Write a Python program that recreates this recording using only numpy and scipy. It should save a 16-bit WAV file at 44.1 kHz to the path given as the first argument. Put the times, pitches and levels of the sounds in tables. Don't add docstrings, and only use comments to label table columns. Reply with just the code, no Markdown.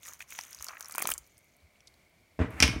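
import sys
import numpy as np
from scipy import signal
from scipy.fft import rfft, irfft
from scipy.io import wavfile

SR = 44100
rng = np.random.default_rng(int(sys.argv[2]) if len(sys.argv) > 2 else 0)


def how_loud(loudness_db):
    steps = np.asarray(loudness_db, float) / 20
    return 10 ** steps


def to_wav(s):
    ch = np.atleast_2d(s).T
    pcm = np.round(np.clip(ch, -1, 1) * 32767)
    wavfile.write(sys.argv[1], SR, pcm.astype(np.int16))


N = 123479
AGE_S = np.arange(2600) / SR

# time in seconds, crackle level in dB, gurgle relative to it in dB.
POUR_VIGOUR = [(0, -74.5, 11.5), (.03, -63, -10), (.08, -53.5, -1), (.15, -62, 1), (.18, -73.5, -3),
               (.215, -55.5, -14), (.26, -83, 9), (.31, -52.5, -13), (.42, -56, -4.5), (.57, -63.5, 1.5),
               (.64, -59, -2), (.70, -59.5, 7.5), (.75, -70.5, 22), (.80, -66, 6.5), (.94, -65, 10),
               (1.10, -49.5, 0.5), (1.165, -73.5, 11.5), (1.42, -81, -35), (1.55, -80, -32)]
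# frequency in Hz, density in dB per Hz.
SPRAY_COLOUR = [(1500, 3.5), (2300, 6), (3800, -3.5), (5500, -20.5), (6600, -45.5), (8000, 3.5),
                (11000, 3.5), (16000, 8)]
# start in seconds, peak in dB, ring in Hz.
SNAP_EVENTS = [(0.0314, -41, 10700), (0.058, -38, 6100), (0.069, -34, 6440), (0.086, -32.5, 8440),
               (0.1341, -33, 6860), (0.3042, -34, 8060), (0.389, -23.5, 5660), (0.5292, -30, 6000),
               (0.609, -37, 6500), (0.624, -26, 6960), (0.6433, -23.5, 6950), (0.6658, -33, 5860),
               (0.6843, -25.5, 5050), (0.8074, -25.5, 6830), (0.8258, -32, 6200), (0.8448, -35, 5800),
               (0.857, -33, 5840), (0.8834, -30.5, 11300), (0.9093, -32.5, 6000), (0.9221, -26, 9300),
               (0.9562, -24, 8400), (0.981, -14, 9300), (0.9959, -20, 11400), (1.006, -41, 9000),
               (1.0225, -13.5, 10560), (1.054, -30.5, 4530), (1.072, -15, 9100), (1.089, -21, 11700),
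               (1.102, -15.5, 8700), (1.116, -15.5, 9100)]
# start in seconds, peak
# in dB, ring in Hz.
SPATTER_EVENTS = [(.052, -37.5, 8350), (.063, -31.5, 8260), (.076, -37, 6200), (.125, -50, 7500),
                  (.192, -42, 8900), (.2019, -41, 8160), (.2129, -61, 5730), (.223, -38.5, 7400),
                  (.2778, -52, 6090), (.2907, -46, 5940), (.332, -44, 7000), (.3641, -58, 6470),
                  (.3775, -37, 6500), (.4105, -29.5, 6000), (.428, -51, 6500), (.4354, -34, 6600),
                  (.4499, -37, 6800), (.4668, -55, 6500), (.4893, -50, 6490), (.5077, -37, 12900),
                  (.5467, -32, 6360), (.5871, -38, 5460), (.5965, -37, 5500), (.7467, -45, 12800),
                  (.7801, -44, 13300), (.7956, -36, 11800), (.8964, -35, 8700), (.940, -32.5, 5000),
                  (.9487, -26, 9800), (1.003, -31, 10100), (1.017, -29, 9500), (1.0195, -20, 6500),
                  (1.035, -34, 4540), (1.040, -37.5, 4630), (1.084, -50, 9500), (1.097, -40, 14000),
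                  (1.113, -23, 11700), (1.182, -31, 10500), (1.2277, -70, 6280), (1.241, -56, 4840),
                  (1.265, -53, 6000), (1.370, -52.5, 5430), (1.388, -47, 9100), (1.4433, -52, 13300),
                  (1.457, -62.5, 10000), (1.6019, -60, 4010), (1.756, -59, 2900), (1.805, -51, 5700),
                  (1.879, -44, 5070), (1.940, -56, 10050), (2.096, -59, 13000), (2.505, -44.5, 12500)]
# start in seconds, peak in dB, ring in Hz.
DRIP_EVENTS = [
    (1.1374, -19.5, 7650),
    (1.1787, -23.5, 7160),
    (1.273, -46.5, 13400),
    (1.379, -47, 9170),
    (1.566, -50.5, 11300),
    (1.8037, -52.5, 3180),
    (1.8716, -44, 6000),
    (1.874, -43, 4320),
    (1.9398, -53.5, 4400),
]
# start in seconds, peak in dB, ring in Hz.
TINK_EVENTS = [(0.0323, -40.5, 3350), (0.0571, -40.5, 1830), (0.205, -31, 2350), (0.214, -38, 1970),
               (0.223, -36.5, 2360), (0.3074, -42.5, 2420), (0.3232, -32, 2110), (0.388, -26, 2380),
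               (0.7694, -35.5, 1820), (0.9816, -34, 2140), (0.9907, -26.5, 2410), (1.011, -31.5, 2270),
               (1.072, -25.5, 2230), (1.1184, -21.5, 2870)]
# start in seconds, peak in dB, ring in Hz.
PLOP_EVENTS = [(0.389, -32, 900), (0.608, -38, 1210), (0.667, -44, 1040), (0.687, -38, 1260),
               (0.753, -44.5, 1220), (0.808, -37, 1330), (0.896, -40.5, 1180), (0.95, -29.5, 944),
               (0.981, -20.5, 1286), (1.003, -30.5, 1230), (1.022, -24, 1270), (1.054, -23.5, 890),
               (1.089, -24, 1270), (1.105, -29.5, 1300), (1.115, -27.5, 1510)]
# frequency in Hz, level in dB, T60 in seconds.
POT_MODES = [(710, -12, .012), (1290, -7, .016), (2290, -11, .018), (3070, -14, .013), (4530, -18, .01)]
# start in seconds, peak in dB, boost of the high modes in dB.
CRACK_EVENTS = [
    (2.603, -5, 12.5),
    (2.6251, 0, 31),
    (2.6267, -3.5, -37),
    (2.6304, -2.5, 0.5),
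    (2.638, -9.5, 5.5),
    (2.641, -23, 14),
    (2.679, -15, 3.5),
]
# frequency in Hz, level in dB, T60 in seconds.
KETTLE_MODES = [(2230, -11, 0.019), (2270, -2, 0.016), (2393, 15.5, 0.011), (2720, 9.5, 0.017),
                (3030, 3, 0.018), (3267, -5, 0.041), (5170, 6, 0.0057), (5540, 7, 0.0081),
                (6000, -2, 0.021), (6500, -10, 0.024), (8500, -1, 0.0086), (11600, -8, 0.014),
                (14000, 2, 0.0054)]
# start in seconds, level in dB, contact cut in Hz.
THUD_EVENTS = [
    (2.391, -25.5, 865),
    (2.402, -24.5, 620),
    (2.414, -21, 500),
    (2.445, -27.5, 446),
    (2.605, -25, 300),
    (2.625, -18.5, 520),
    (2.640, -18.5, 338),
    (2.688, -23.5, 235),
    (2.736, -30, 470),
    (2.762, -29, 355),
]
# frequency in Hz, level in dB, T60 in seconds.
COUNTER_MODES = [(128, -10, 0.043), (211, -11, 0.06), (261, -16, 0.06), (301, 0.5, 0.035), (449, -2, 0.038),
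                 (626.5, -2.5, 0.052), (740, -35, 0.03)]
# time in seconds, level in dB.
SLIDE_LEVEL = [(2.47, -78.5), (2.495, -68), (2.51, -50), (2.56, -51.5), (2.602, -41.5), (2.61, -81)]
# frequency in Hz, density in dB per Hz.
SLIDE_SPECTRUM = [(500, -9.5), (1050, -9), (2300, -8.5), (3200, -23), (5000, -32.5), (9000, -28.5),
                  (11700, -33), (16000, -39)]
# start in seconds, peak
# in dB, frequency in Hz.
BUMP_EVENTS = [(0.576, -54.5, 66.5), (1.081, -50.5, 56), (1.127, -56, 59.5), (1.177, -56, 60.5),
               (1.618, -55.5, 79), (2.383, -22, 75.4), (2.459, -35.5, 110), (2.519, -39.5, 74),
               (2.6, -24.5, 73), (2.624, -21.5, 70), (2.675, -29, 109), (2.737, -30.5, 60)]
# frequency in Hz, T60 in seconds.
KITCHEN_T60 = [(60, 0.9), (300, 0.5), (1500, 0.44), (5000, 0.31), (14000, 0.29)]
# frequency in Hz, density in dB per Hz.
HUM_COLOUR = [(25, -8.5), (75, -1), (227, -10.5), (600, -15), (1100, -19), (2300, -19.5), (14000, -30),
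              (16500, -31)]
# centre in Hz, width in Hz, level in dB.
WHISTLE_BANDS = [(2210, 340, -73), (4450, 300, -86.5), (645, 150, -78)]

CRACKLE_PER_S, SIZZLE_PER_S, GURGLE_PER_S = 2700, 900, 730
CRACKLE_DB, SIZZLE_DB, FIZZ_DB = 1, 3, -6.5
SNAP_SPAN, SPATTER_SPAN, DRIP_SPAN = (0.6, 2.2), (0.66, 2.03), (0.63, 1.67)
SNAP_SWELL_S, SNAP_T60_S = 0.0012, 0.0044
SNAP_RING_DB, SNAP_RING_CYCLES = -5, 44.4
SNAP_TAIL_DB, SNAP_TAIL_T60_S = -24, 0.045
TINK_CYCLES, PLOP_CYCLES = 32, 8
BUBBLE_RISE, BREATH_GAIN = 0.15, 0.63
POT_DELAY_S = 0.001058
BRIGHT_FROM_HZ = 4000
CRACK_NOISE_DB, CRACK_T60_S = -9, 0.0061
CRACK_WASH_DB, CRACK_WASH_T60_S = -3, 0.091
RATTLE_DB, RATTLE_T60_S, RATTLE_HZ = -6, 0.23, (780, 2560)
RATTLE_BRIGHT_DB = -29.5
SLOSH_DB, SLOSH_AT_S, SLOSH_WIDTH_S = -58, 1.052, 0.085
ROOM_WATER_DB, ROOM_KNOCK_DB, ROOM_GAP_S = -25, -10, 0.0072
HUM_DB = -67.5
HEADROOM = 0.88


def rms_one(x):
    return x / np.sqrt(np.mean(x ** 2) + 1e-20)


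def peak_one(x):
    return x / np.abs(x).max()


def noise(size=N):
    return rng.standard_normal(size)


def in_time(rows):
    s, *columns = np.transpose(rows)
    return [np.interp(np.arange(N) / SR, s, c, left=-120, right=-120) for c in columns]


def at_hz(points, hz):
    points_hz, value = np.transpose(points)
    return np.interp(np.log(hz), np.log(points_hz), value)


def drift(rate_hz):
    r = np.exp(-80 * np.pi * rate_hz / SR)
    slow = signal.lfilter([1], [1, -2 * r, r * r], noise(N // 40 + 2002))[2000:]
    return np.interp(np.arange(N) / 40, np.arange(len(slow)), rms_one(slow))


def ring(clicks, hz, t60_s):
    r = how_loud(-60 / (t60_s * SR))
    w = 2 * np.pi * hz / SR
    return signal.lfilter([0, np.sin(w)], [1, -2 * r * np.cos(w), r * r], clicks + 1e-18)


def colour(x, spectrum):
    gain = how_loud(at_hz(spectrum, np.fft.rfftfreq(N, 1 / SR) + 1))
    return rms_one(irfft(rfft(x) * gain, N))


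def band(x, low_hz, high_hz):
    edges_hz = [low_hz, min(high_hz, 0.45 * SR)]
    return signal.sosfilt(signal.butter(2, edges_hz, "band", fs=SR, output="sos"), x)


def add(out, start_s, burst):
    i = int(start_s * SR)
    out[i:i + len(burst)] += burst[:N - i]


def fade(t60_s):
    return how_loud(-60 * AGE_S / t60_s)


def grains(per_s, low_hz, high_hz, cycles, spread_db, count):
    sizes = how_loud(spread_db * np.minimum(rng.exponential(1, N), 5)) * rng.choice([-1, 1], N)
    clicks = sizes * (rng.random(N) < per_s / SR)
    dealt = rng.integers(0, count, N)
    out = np.zeros(N)
    for k, hz in enumerate(np.geomspace(low_hz, high_hz, count)):
        out += band(ring(clicks * (dealt == k), hz, cycles / hz), hz / 3.1, hz * 1.35)
    return rms_one(out)


def pour():
    level_db, gurgle_db = in_time(POUR_VIGOUR)
    clumps = how_loud(3.5 * drift(49))
    crackle = grains(CRACKLE_PER_S * clumps, 3110, 14200, cycles=7.3, spread_db=3.44, count=16)
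    crackle = colour(crackle, SPRAY_COLOUR)
    sizzle = grains(SIZZLE_PER_S * clumps, 5900, 7000, cycles=50, spread_db=3.2, count=8)
    fizz = colour(noise(), SPRAY_COLOUR) * how_loud(3 * drift(80))
    gurgle_rate = GURGLE_PER_S * how_loud(5 * drift(30))
    gurgle = grains(gurgle_rate, 1050, 2600, cycles=17, spread_db=3, count=14)
    gurgle = band(gurgle, 350, 4100)
    spray = how_loud(CRACKLE_DB) * crackle + how_loud(SIZZLE_DB) * sizzle + how_loud(FIZZ_DB) * fizz
    return how_loud(level_db) * (spray + how_loud(gurgle_db) * gurgle)


def snaps(rows, span):
    low, high = span
    spit_fade = fade(SNAP_T60_S) + how_loud(SNAP_TAIL_DB) * fade(SNAP_TAIL_T60_S)
    swell = np.minimum(AGE_S / SNAP_SWELL_S, 1) ** 2
    out = np.zeros(N)
    for s, db, hz in rows:
        spit = band(noise(len(AGE_S)), low * hz, high * hz)
        spit = band(spit, 0.85 * low * hz, 1.3 * high * hz) * spit_fade
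        tone = rms_one(band(noise(len(AGE_S)), 0.862 * hz, 1.05 * hz)) * fade(SNAP_RING_CYCLES / hz)
        add(out, s, how_loud(db) * peak_one((spit + how_loud(SNAP_RING_DB) * tone) * swell))
    return out


def bubbles(rows, cycles):
    out = np.zeros(N)
    for s, db, hz in rows:
        turns = hz * AGE_S * (1 + BUBBLE_RISE * hz * AGE_S / cycles)
        breath = rms_one(band(noise(len(AGE_S)), 0.61 * hz, 1.38 * hz))
        burst = np.sin(2 * np.pi * turns) + BREATH_GAIN * breath
        burst = burst * fade(cycles / hz) * np.minimum(AGE_S * hz, 1)
        add(out, s, how_loud(db) * peak_one(burst))
    return out


def pot():
    click = 1. * (AGE_S == 0)
    out = np.zeros(N)
    for s, db, _ in PLOP_EVENTS:
        body = np.zeros(len(AGE_S))
        for (hz, mode_db, t60_s), luck in zip(POT_MODES, noise(len(POT_MODES))):
            body += how_loud(mode_db + 3 * luck) * ring(click, hz * (1 + 0.048 * luck), t60_s)
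        add(out, s + POT_DELAY_S, how_loud(db) * band(body, 370, 6300))
    return out


def cracks():
    click = 1. * (AGE_S == 0)
    out = np.zeros(N)
    for s, db, bright_db in CRACK_EVENTS:
        body = np.zeros(len(AGE_S))
        for (hz, mode_db, t60_s), luck in zip(KETTLE_MODES, noise(len(KETTLE_MODES))):
            body += how_loud(mode_db + 2.5 * luck + bright_db * (hz > BRIGHT_FROM_HZ)) * ring(click, hz, t60_s)
        body = peak_one(band(body, 1600, 9000))
        white = noise(len(AGE_S))
        spit = band(white, 3100, 9900) * fade(CRACK_T60_S)
        wash = band(white, 960, 3840) * fade(CRACK_WASH_T60_S)
        add(out, s, how_loud(db) * (body + how_loud(CRACK_NOISE_DB) * (spit + how_loud(CRACK_WASH_DB) * wash)))
    return out


def thuds():
    out = np.zeros(N)
    for s, db, cut_hz in THUD_EVENTS:
        push = np.zeros(SR // 2)
        push[0] = how_loud(db)
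        push = signal.sosfilt(signal.butter(2, cut_hz, fs=SR, output="sos"), push)
        for (hz, mode_db, t60_s), luck in zip(COUNTER_MODES, noise(len(COUNTER_MODES))):
            add(out, s, how_loud(mode_db + 2 * luck) * ring(push, hz, t60_s))
    return out


def rattle():
    out = np.zeros(N)
    for s, db, cut_hz in THUD_EVENTS:
        white = noise(len(AGE_S))
        dull = band(band(white, *RATTLE_HZ), 230, RATTLE_HZ[1])
        bright = how_loud(RATTLE_BRIGHT_DB) * band(white, 4800, 8800)
        add(out, s, how_loud(db + RATTLE_DB) * cut_hz / 500 * (dull + bright) * fade(RATTLE_T60_S))
    return out


def slide():
    level_db, = in_time(SLIDE_LEVEL)
    return how_loud(level_db + 1.5 * drift(80)) * colour(noise(), SLIDE_SPECTRUM)


def bumps():
    swell = np.sin(np.pi * AGE_S / AGE_S[-1]) ** 2
    out = np.zeros(N)
    for s, db, hz in BUMP_EVENTS:
        add(out, s, how_loud(db) * np.sin(2 * np.pi * hz * AGE_S) * swell)
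    return out


def slosh():
    swell = np.exp(-((np.arange(N) / SR - SLOSH_AT_S) / SLOSH_WIDTH_S) ** 2)
    return how_loud(SLOSH_DB + 7.3 * drift(48)) * rms_one(band(noise(), 190, 520)) * swell


def kitchen(x):
    t = np.arange(SR // 2) / SR
    edges_hz = 45 * 2 ** np.arange(0, 10.)
    tail = np.zeros(len(t))
    for low_hz, high_hz in zip(edges_hz, edges_hz[1:]):
        t60_s = at_hz(KITCHEN_T60, low_hz * 1.4)
        tail += band(noise(len(t)), low_hz, high_hz) * how_loud(-60 * t / t60_s)
    tail = tail * np.clip(t / ROOM_GAP_S, 0, 1)
    return signal.fftconvolve(x, tail / np.sqrt(np.sum(tail ** 2)))[:N]


def hum():
    out = how_loud(HUM_DB + 0.6 * drift(6)) * colour(noise(), HUM_COLOUR)
    for hz, width_hz, db in WHISTLE_BANDS:
        hiss = band(noise(), hz - width_hz / 2, hz + width_hz / 2)
        out += how_loud(db) * rms_one(band(hiss, hz - width_hz, hz + width_hz))
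    return out


def scene():
    water = pour() + snaps(SNAP_EVENTS, SNAP_SPAN) + snaps(SPATTER_EVENTS, SPATTER_SPAN)
    water += snaps(DRIP_EVENTS, DRIP_SPAN)
    water += bubbles(TINK_EVENTS, TINK_CYCLES) + bubbles(PLOP_EVENTS, PLOP_CYCLES) + pot()
    knocks = cracks() + thuds() + rattle() + slide()
    room = kitchen(how_loud(ROOM_WATER_DB) * water + how_loud(ROOM_KNOCK_DB) * knocks)
    return (water + knocks + room + bumps() + slosh() + hum())[None]


def band_limit(x):
    return signal.sosfilt(signal.butter(12, 16990, fs=SR, output="sos"), x)


def record(dry):
    x = signal.sosfilt(signal.butter(3, 42, "high", fs=SR, output="sos"), dry)
    x = HEADROOM * np.tanh(x / HEADROOM)
    x = signal.sosfilt(signal.cheby2(10, 50, 16900, fs=SR, output="sos"), x)
    return band_limit(x)


dry = scene()
out = record(dry)
to_wav(out)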